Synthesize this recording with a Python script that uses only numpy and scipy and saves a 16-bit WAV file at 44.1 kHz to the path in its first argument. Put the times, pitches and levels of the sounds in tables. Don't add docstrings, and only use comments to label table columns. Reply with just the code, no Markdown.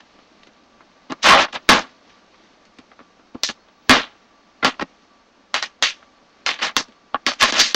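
import sys
import numpy as np
from scipy import signal
from scipy.fft import rfft, irfft, next_fast_len
from scipy.io import wavfile
from scipy.ndimage import uniform_filter1d

SR = 44100
rng = np.random.default_rng(int(sys.argv[2]) if len(sys.argv) > 2 else 0)


def put_to_file(sound):
    columns = np.atleast_2d(sound).T
    safe = np.clip(columns, -1, 1)
    whole_steps = np.round(safe * 32767)
    wavfile.write(sys.argv[1], SR, whole_steps.astype(np.int16))


N = 341775

# t/s, strength/dB, brightness/dB, tray level/dB, wires over strength/dB, rattle t60/s
WIRE_BANGS = [(1.121, -27, -2.5, -25.5, -0.5, 0.063), (1.6897, -8.5, -2, -13, 0.5, 0.32),
              (3.4342, -21.5, 8.5, -38.5, -2.5, 0.21), (3.4886, -27.5, -0.5, -30.5, 3, 0.13),
              (3.8945, -11.5, -2.5, -16, 4.5, 0.37), (4.6464, -16.5, -2, -23.5, 3, 0.22),
              (5.5419, -21.5, 0, -37.5, 4, 0.29), (5.6257, -25, 2, -40.5, 4, .2),
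              (5.8243, -18.5, 4.5, -37.5, 6, 0.31), (6.4628, -21, 1, -40, 2, 0.27),
              (6.4898, -28.5, -1, -35.5, 8.5, 0.31), (6.7656, -16.5, 4, -27, -1, .18),
              (7.1443, -38, -18, -32, 8.5, .1), (7.265, -18.5, 1, -30.5, 1.5, 0.26),
              (7.5234, -26, 3.5, -32, 3.5, .15), (7.745, -17.5, 6.5, -19.5, 2.5, 0.23)]
# t/s, strength/dB,
# brightness/dB, tray level/dB, rattle t60/s
SOFT_BLOWS = [(1.098, -31, -2.5, -25.5, .14), (1.481, -32.5, -7, -41.5, .08), (1.526, -29.5, -1, -36, .2),
              (3.345, -37, -5, -23, .075), (4.627, -24, -5.5, -18, 0.085),
              (4.795, -21.5, -4.5, -19.5, 0.027), (4.809, -23.5, -4.5, -17.5, .06),
              (4.822, -24, 0.5, -16, 0.027), (6.588, -29.5, -3, -33, 0.13),
              (6.795, -31.5, -3.5, -22, 0.068)]
# t/s, strength/dB, brightness/dB, tray level/dB
LIGHT_TAPS = [(.003, -38.5, -3, -55), (0.189, -41, -4.5, -48.5), (.433, -39, 0.5, -50.5),
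              (.471, -38, -1.5, -35), (.807, -42.5, -10, -39), (1.02, -47.5, -7, -48.5),
              (2.102, -42.5, -3.5, -43.5), (2.343, -45, -8, -43), (2.436, -45.5, -2.5, -44.5),
              (2.653, -42.5, 4, -53.5), (2.786, -33.5, 0, -27.5), (2.916, -41, -8.5, -50),
              (2.991, -42.5, -10, -40), (3.002, -42.5, -9.5, -29.5), (3.195, -48, -12.5, -36.5),
              (3.685, -42.5, -7, -52.5), (6.027, -44, -11.5, -41.5), (6.884, -42, -2, -32),
              (6.922, -41, -1.5, -50.5)]
# t/s, strength/dB, brightness/dB
SHAKE_CURVES = [
    [(1.215, -53.5, 0.5), (1.232, -24, 3.5), (1.258, -14, -1.5), (1.304, -13, -2), (1.355, -17, -6.5),
     (1.38, -19, -5.5), (1.42, -20, 0), (1.447, -26, -3), (1.47, -36.5, -7.5)],
    [(1.535, -36, -2), (1.555, -27, -3), (1.575, -37, -3.5), (1.59, -50, -5)],
    [(6.61, -38, -4.5), (6.62, -23.5, -2.5), (6.634, -22.5, 1.5), (6.682, -28.5, 0), (6.725, -42, -4.5)],
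    [(7.385, -42, 2), (7.412, -19.5, 1.5), (7.437, -14, 0.5), (7.47, -25.5, 0.5), (7.51, -25, 1.5)],
    [(7.53, -34, -1), (7.564, -22, -0.5), (7.59, -22, 5), (7.604, -13, 11), (7.625, -23, 7),
     (7.678, -29, 6.5), (7.735, -35.5, 2.5)],
]
# low f/Hz, high f/Hz
PART_BANDS = [(40, 437), (500, 1548), (1500, 3760), (3500, 9150)]
# f/Hz, t60/s, level/dB
CRATE_MODES = [(258, 0.037, -2), (634, 0.037, -9.5), (843, 0.097, -8), (1090, 0.082, -0.5),
               (1229, 0.093, -4.5), (1343, 0.06, -5.5), (1686, 0.03, -4), (1813, 0.12, -9), (2049, .05, -5),
               (2410, 0.066, -11), (2750, 0.059, -14), (3040, 0.045, -18.5), (3540, .06, -14.5),
               (3965, .06, -2.5), (4425, 0.17, -9), (4840, 0.046, -6.5), (5220, 0.06, -10.5)]
# delay/s, level/dB
WALL_ECHOES = [(.0123, -9.5), (0.0036, -21.5), (0.018, -18.5), (0.019, -20)]
# t/s, level/dB
BEDDING_STIR = [(0, -51), (0.149, -47.5), (.45, -50.5), (0.601, -54.5), (1.9, -43.5), (1.999, -51),
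                (2.1, -43), (2.249, -51.5), (2.4, -46.5), (2.6, -52), (3.8, -58), (3.871, -46), (4.4, -57),
                (4.901, -50), (5.298, -58.5), (6.85, -49), (6.999, -56), (7.75, -51.5)]
# f/Hz, density/dB
HUM_SPECTRUM = [(20, 4), (150, 0.5), (230, 2.5), (320, 0.5), (420, -3.5), (600, -1), (1200, -5), (1600, -7),
                (4000, -15), (7000, -16.5), (12000, -16.5)]
# f/Hz, width/Hz, level/dB
FAN_LINES = [(1160, 18, -48.5), (2280, 30, -71.5), (3800, 35, -62), (4370, 20, -58)]

BANG_CRACK_DB, THUD_CRACK_DB, TAP_CRACK_DB = 10.5, -5.5, 6
BANG_RISE_S, THUD_RISE_S, TAP_RISE_S, TAP_T60_S = 0.0034, 0.0019, 0.0013, 0.063
WIRE_DB, SHAKE_TRAY_DB = 2.5, -11
LOW_T60_RATIO = 1.088
JOLT_GAP_S, JOLT_T60_S, JOLT_DB = 0.025, 0.12, -2


def crate_rattle():
    rattle = np.zeros(N)
    forces = contact_forces(crack_t60=0.013, spiky_db=2.0)
    for force, (lo_hz, hi_hz) in zip(forces, PART_BANDS):
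        noise = signal.sosfilt(passband(lo_hz, hi_hz, order=3), force * rng.standard_normal(N))
        rattle += noise / np.sqrt((hi_hz - lo_hz) / (SR / 2))
    return filtered(rattle, lambda f: 1 + sum(
        amp(db) * resonance(f, hz, np.log(1000) / np.pi / t60) for hz, t60, db in CRATE_MODES))


def crate_ringing(scatter_db, detune):
    sound = np.zeros(N + SR)
    t = np.arange(SR // 10) / SR
    hz, mode_t60, mode_db = np.transpose(CRATE_MODES)[:, :, None]
    part_of_mode = np.searchsorted([hi_hz for _, hi_hz in PART_BANDS], hz)
    contacts = blows() + jolts()
    draws = rng.standard_normal((99, 2, len(CRATE_MODES), 1))
    for (start, part_db, _, rise, rattle_t60), (level_draw, pitch_draw) in zip(contacts, draws):
        decay_db = 30 * t * (1 / mode_t60 + 1 / rattle_t60)
        level_db = np.array(part_db)[part_of_mode] + mode_db + scatter_db * level_draw - decay_db
        tones = amp(level_db) * np.sin(2 * np.pi * hz * (1 + detune * pitch_draw) * t)
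        attack = 1 - np.exp(-t / rise)
        sound[round(start * SR):][:len(t)] += tones.sum(axis=0) * attack
    return sound[:N]


def contact_forces(crack_t60, spiky_db):
    crack_power, rattle_power = np.zeros((2, 4, N + SR))
    taps = [(start, part_levels(*levels), TAP_CRACK_DB, TAP_RISE_S, TAP_T60_S)
            for start, *levels in LIGHT_TAPS]
    for start, part_db, crack_db, rise, wire_t60 in blows() + taps:
        t60 = wire_t60 * np.array([LOW_T60_RATIO, LOW_T60_RATIO, 1, 1])[:, None]
        t = np.arange(round(0.7 * t60.max() * SR)) / SR
        power = amp(part_db)[:, None] ** 2
        attack = 1 - np.exp(-t / rise)
        span = slice(round(start * SR), round(start * SR) + len(t))
        crack_power[:, span] += power * amp(crack_db - 60 * t / crack_t60) ** 2
        rattle_power[:, span] += power * (attack * amp(-60 * t / t60)) ** 2
    for curve in SHAKE_CURVES:
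        span = np.arange(round(curve[0][0] * SR), round(curve[-1][0] * SR))
        rattle_power[:, span] += amp(shake_levels(curve, span / SR)) ** 2
    return np.sqrt(crack_power[:, :N] + rattle_power[:, :N] * chatter(spiky_db) ** 2)


def blows():
    kinds = [(WIRE_BANGS, BANG_CRACK_DB, BANG_RISE_S), (SOFT_BLOWS, THUD_CRACK_DB, THUD_RISE_S)]
    return [(start, part_levels(*levels), crack_db, rise, t60)
            for rows, crack_db, rise in kinds for start, *levels, t60 in rows]


def jolts():
    contacts = []
    for curve in SHAKE_CURVES:
        times = np.arange(curve[0][0], curve[-1][0], JOLT_GAP_S)
        times += JOLT_GAP_S * rng.uniform(size=40)[:len(times)]
        for start, part_db in zip(times, shake_levels(curve, times).T):
            contacts.append((start, part_db + JOLT_DB, 0, THUD_RISE_S, JOLT_T60_S))
    return contacts


def shake_levels(curve, t):
    times, strength_db, bright_db = np.transpose(curve)
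    level_db = np.interp(t, times, strength_db)
    return np.array(part_levels(level_db, np.interp(t, times, bright_db), level_db + SHAKE_TRAY_DB))


def part_levels(strength_db, bright_db, tray_db, wire_db=WIRE_DB):
    return [tray_db, strength_db - bright_db, strength_db + wire_db, strength_db + bright_db]


def chatter(spiky_db):
    sizes = amp(spiky_db * rng.exponential(size=N // 32 + 1))
    return unit_rms(np.repeat(sizes, 32)[:N])


def small_room(direct, tail_db, tail_t60, dull_hz):
    t = np.arange(SR // 3) / SR
    response = amp(-60 * t / tail_t60) * rng.standard_normal(len(t))
    response *= amp(tail_db) / np.linalg.norm(response)
    for delay, db in WALL_ECHOES:
        response[round(delay * SR)] += amp(db)
    reflected = signal.fftconvolve(direct, response)[:N]
    return direct + filtered(reflected, lambda f: 1 / (1 + 1j * f / dull_hz))


def bedding():
    grains = chatter(spiky_db=2.0) * rng.standard_normal(N)
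    hiss = signal.sosfilt(passband(2000, 4900, order=2), grains)
    return amp(stir_db()) * unit_rms(hiss)


def stir_db():
    return np.interp(np.arange(N) / SR, *np.transpose(BEDDING_STIR))


def room_hum(level_db, patchy_db, stir_follow):
    spectra = signal.stft(rng.standard_normal(N + 512), nperseg=512)[2]
    patches = uniform_filter1d(rng.standard_normal(spectra.shape), size=6, axis=0)
    patches = unit_rms(uniform_filter1d(patches, size=12, axis=1))
    noise = signal.istft(spectra * amp(patchy_db * patches), nperseg=512)[1][:N]
    hz, db = np.transpose(HUM_SPECTRUM)
    hum = filtered(noise, lambda f: amp(np.interp(np.log(f + 1), np.log(hz), db)))
    swell_db = stir_follow * (stir_db() - stir_db().mean())
    return amp(level_db + swell_db) * unit_rms(hum)


def fan_whine():
    return filtered(rng.standard_normal(N), lambda f: sum(
        amp(db) * resonance(f, hz, width) ** 2 / np.sqrt(np.pi / 2 * width / SR)
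        for hz, width, db in FAN_LINES))


def noise_suppressor(x, margin_db, knee_db, depth_db, overall_share):
    def over_floor_db(power):
        power = power + 1e-16
        return 10 * np.log10(power / np.percentile(power, 30, axis=-1, keepdims=True))

    spectra = signal.stft(np.pad(x, (0, 512)), nperseg=512, noverlap=384)[2]
    power = uniform_filter1d(np.abs(spectra) ** 2, size=24, axis=0)
    power = np.abs(uniform_filter1d(power, size=3, axis=1))
    over_db = overall_share * over_floor_db(power.sum(axis=0))
    over_db = over_db + (1 - overall_share) * over_floor_db(power)
    cut_db = depth_db / 2 * (1 - np.tanh((over_db - margin_db) / knee_db))
    return signal.istft(spectra * amp(-cut_db), nperseg=512, noverlap=384)[1][:N]


def amp(db):
    return 10 ** (np.asarray(db) / 20)


def unit_rms(x):
    return x / np.sqrt(np.mean(x ** 2) + 1e-20)


def filtered(x, response):
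    size = next_fast_len(N + SR // 2)
    return irfft(rfft(x, size) * response(np.fft.rfftfreq(size, 1 / SR)), size)[..., :N]


def resonance(f, hz, width):
    return 1j * f * width / (hz * hz - f * f + 1j * f * width)


def passband(lo_hz, hi_hz, order):
    return signal.butter(order, [lo_hz, hi_hz], "bandpass", fs=SR, output="sos")


def scene():
    crate = amp(-1.5) * (crate_rattle() + crate_ringing(scatter_db=4.5, detune=0.022))
    sound = small_room(crate, tail_db=-16.5, tail_t60=0.23, dull_hz=3404) + bedding()
    background = room_hum(level_db=-37.5, patchy_db=0.5, stir_follow=0.17) + fan_whine()
    return (sound + background)[None]


def record(dry):
    clip_level, top_hz = 0.76, 15741
    voice_band = signal.sosfilt(passband(170, 6380, order=8), dry[0])
    bass = amp(-9.5) * signal.sosfilt(passband(7.9, 150, order=4), dry[0])
    gated = noise_suppressor(voice_band + bass, margin_db=11.5, knee_db=6.5, depth_db=16.0,
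                             overall_share=0.082)
    rumble = 0.12 * signal.sosfilt(passband(8.5, 140, order=2), gated ** 2)
    clipped = gated / (1 + np.abs(gated / clip_level) ** 6) ** (1 / 6)
    return filtered(clipped + rumble, lambda f: f < top_hz)[None]


dry = scene()
out = record(dry)
put_to_file(out)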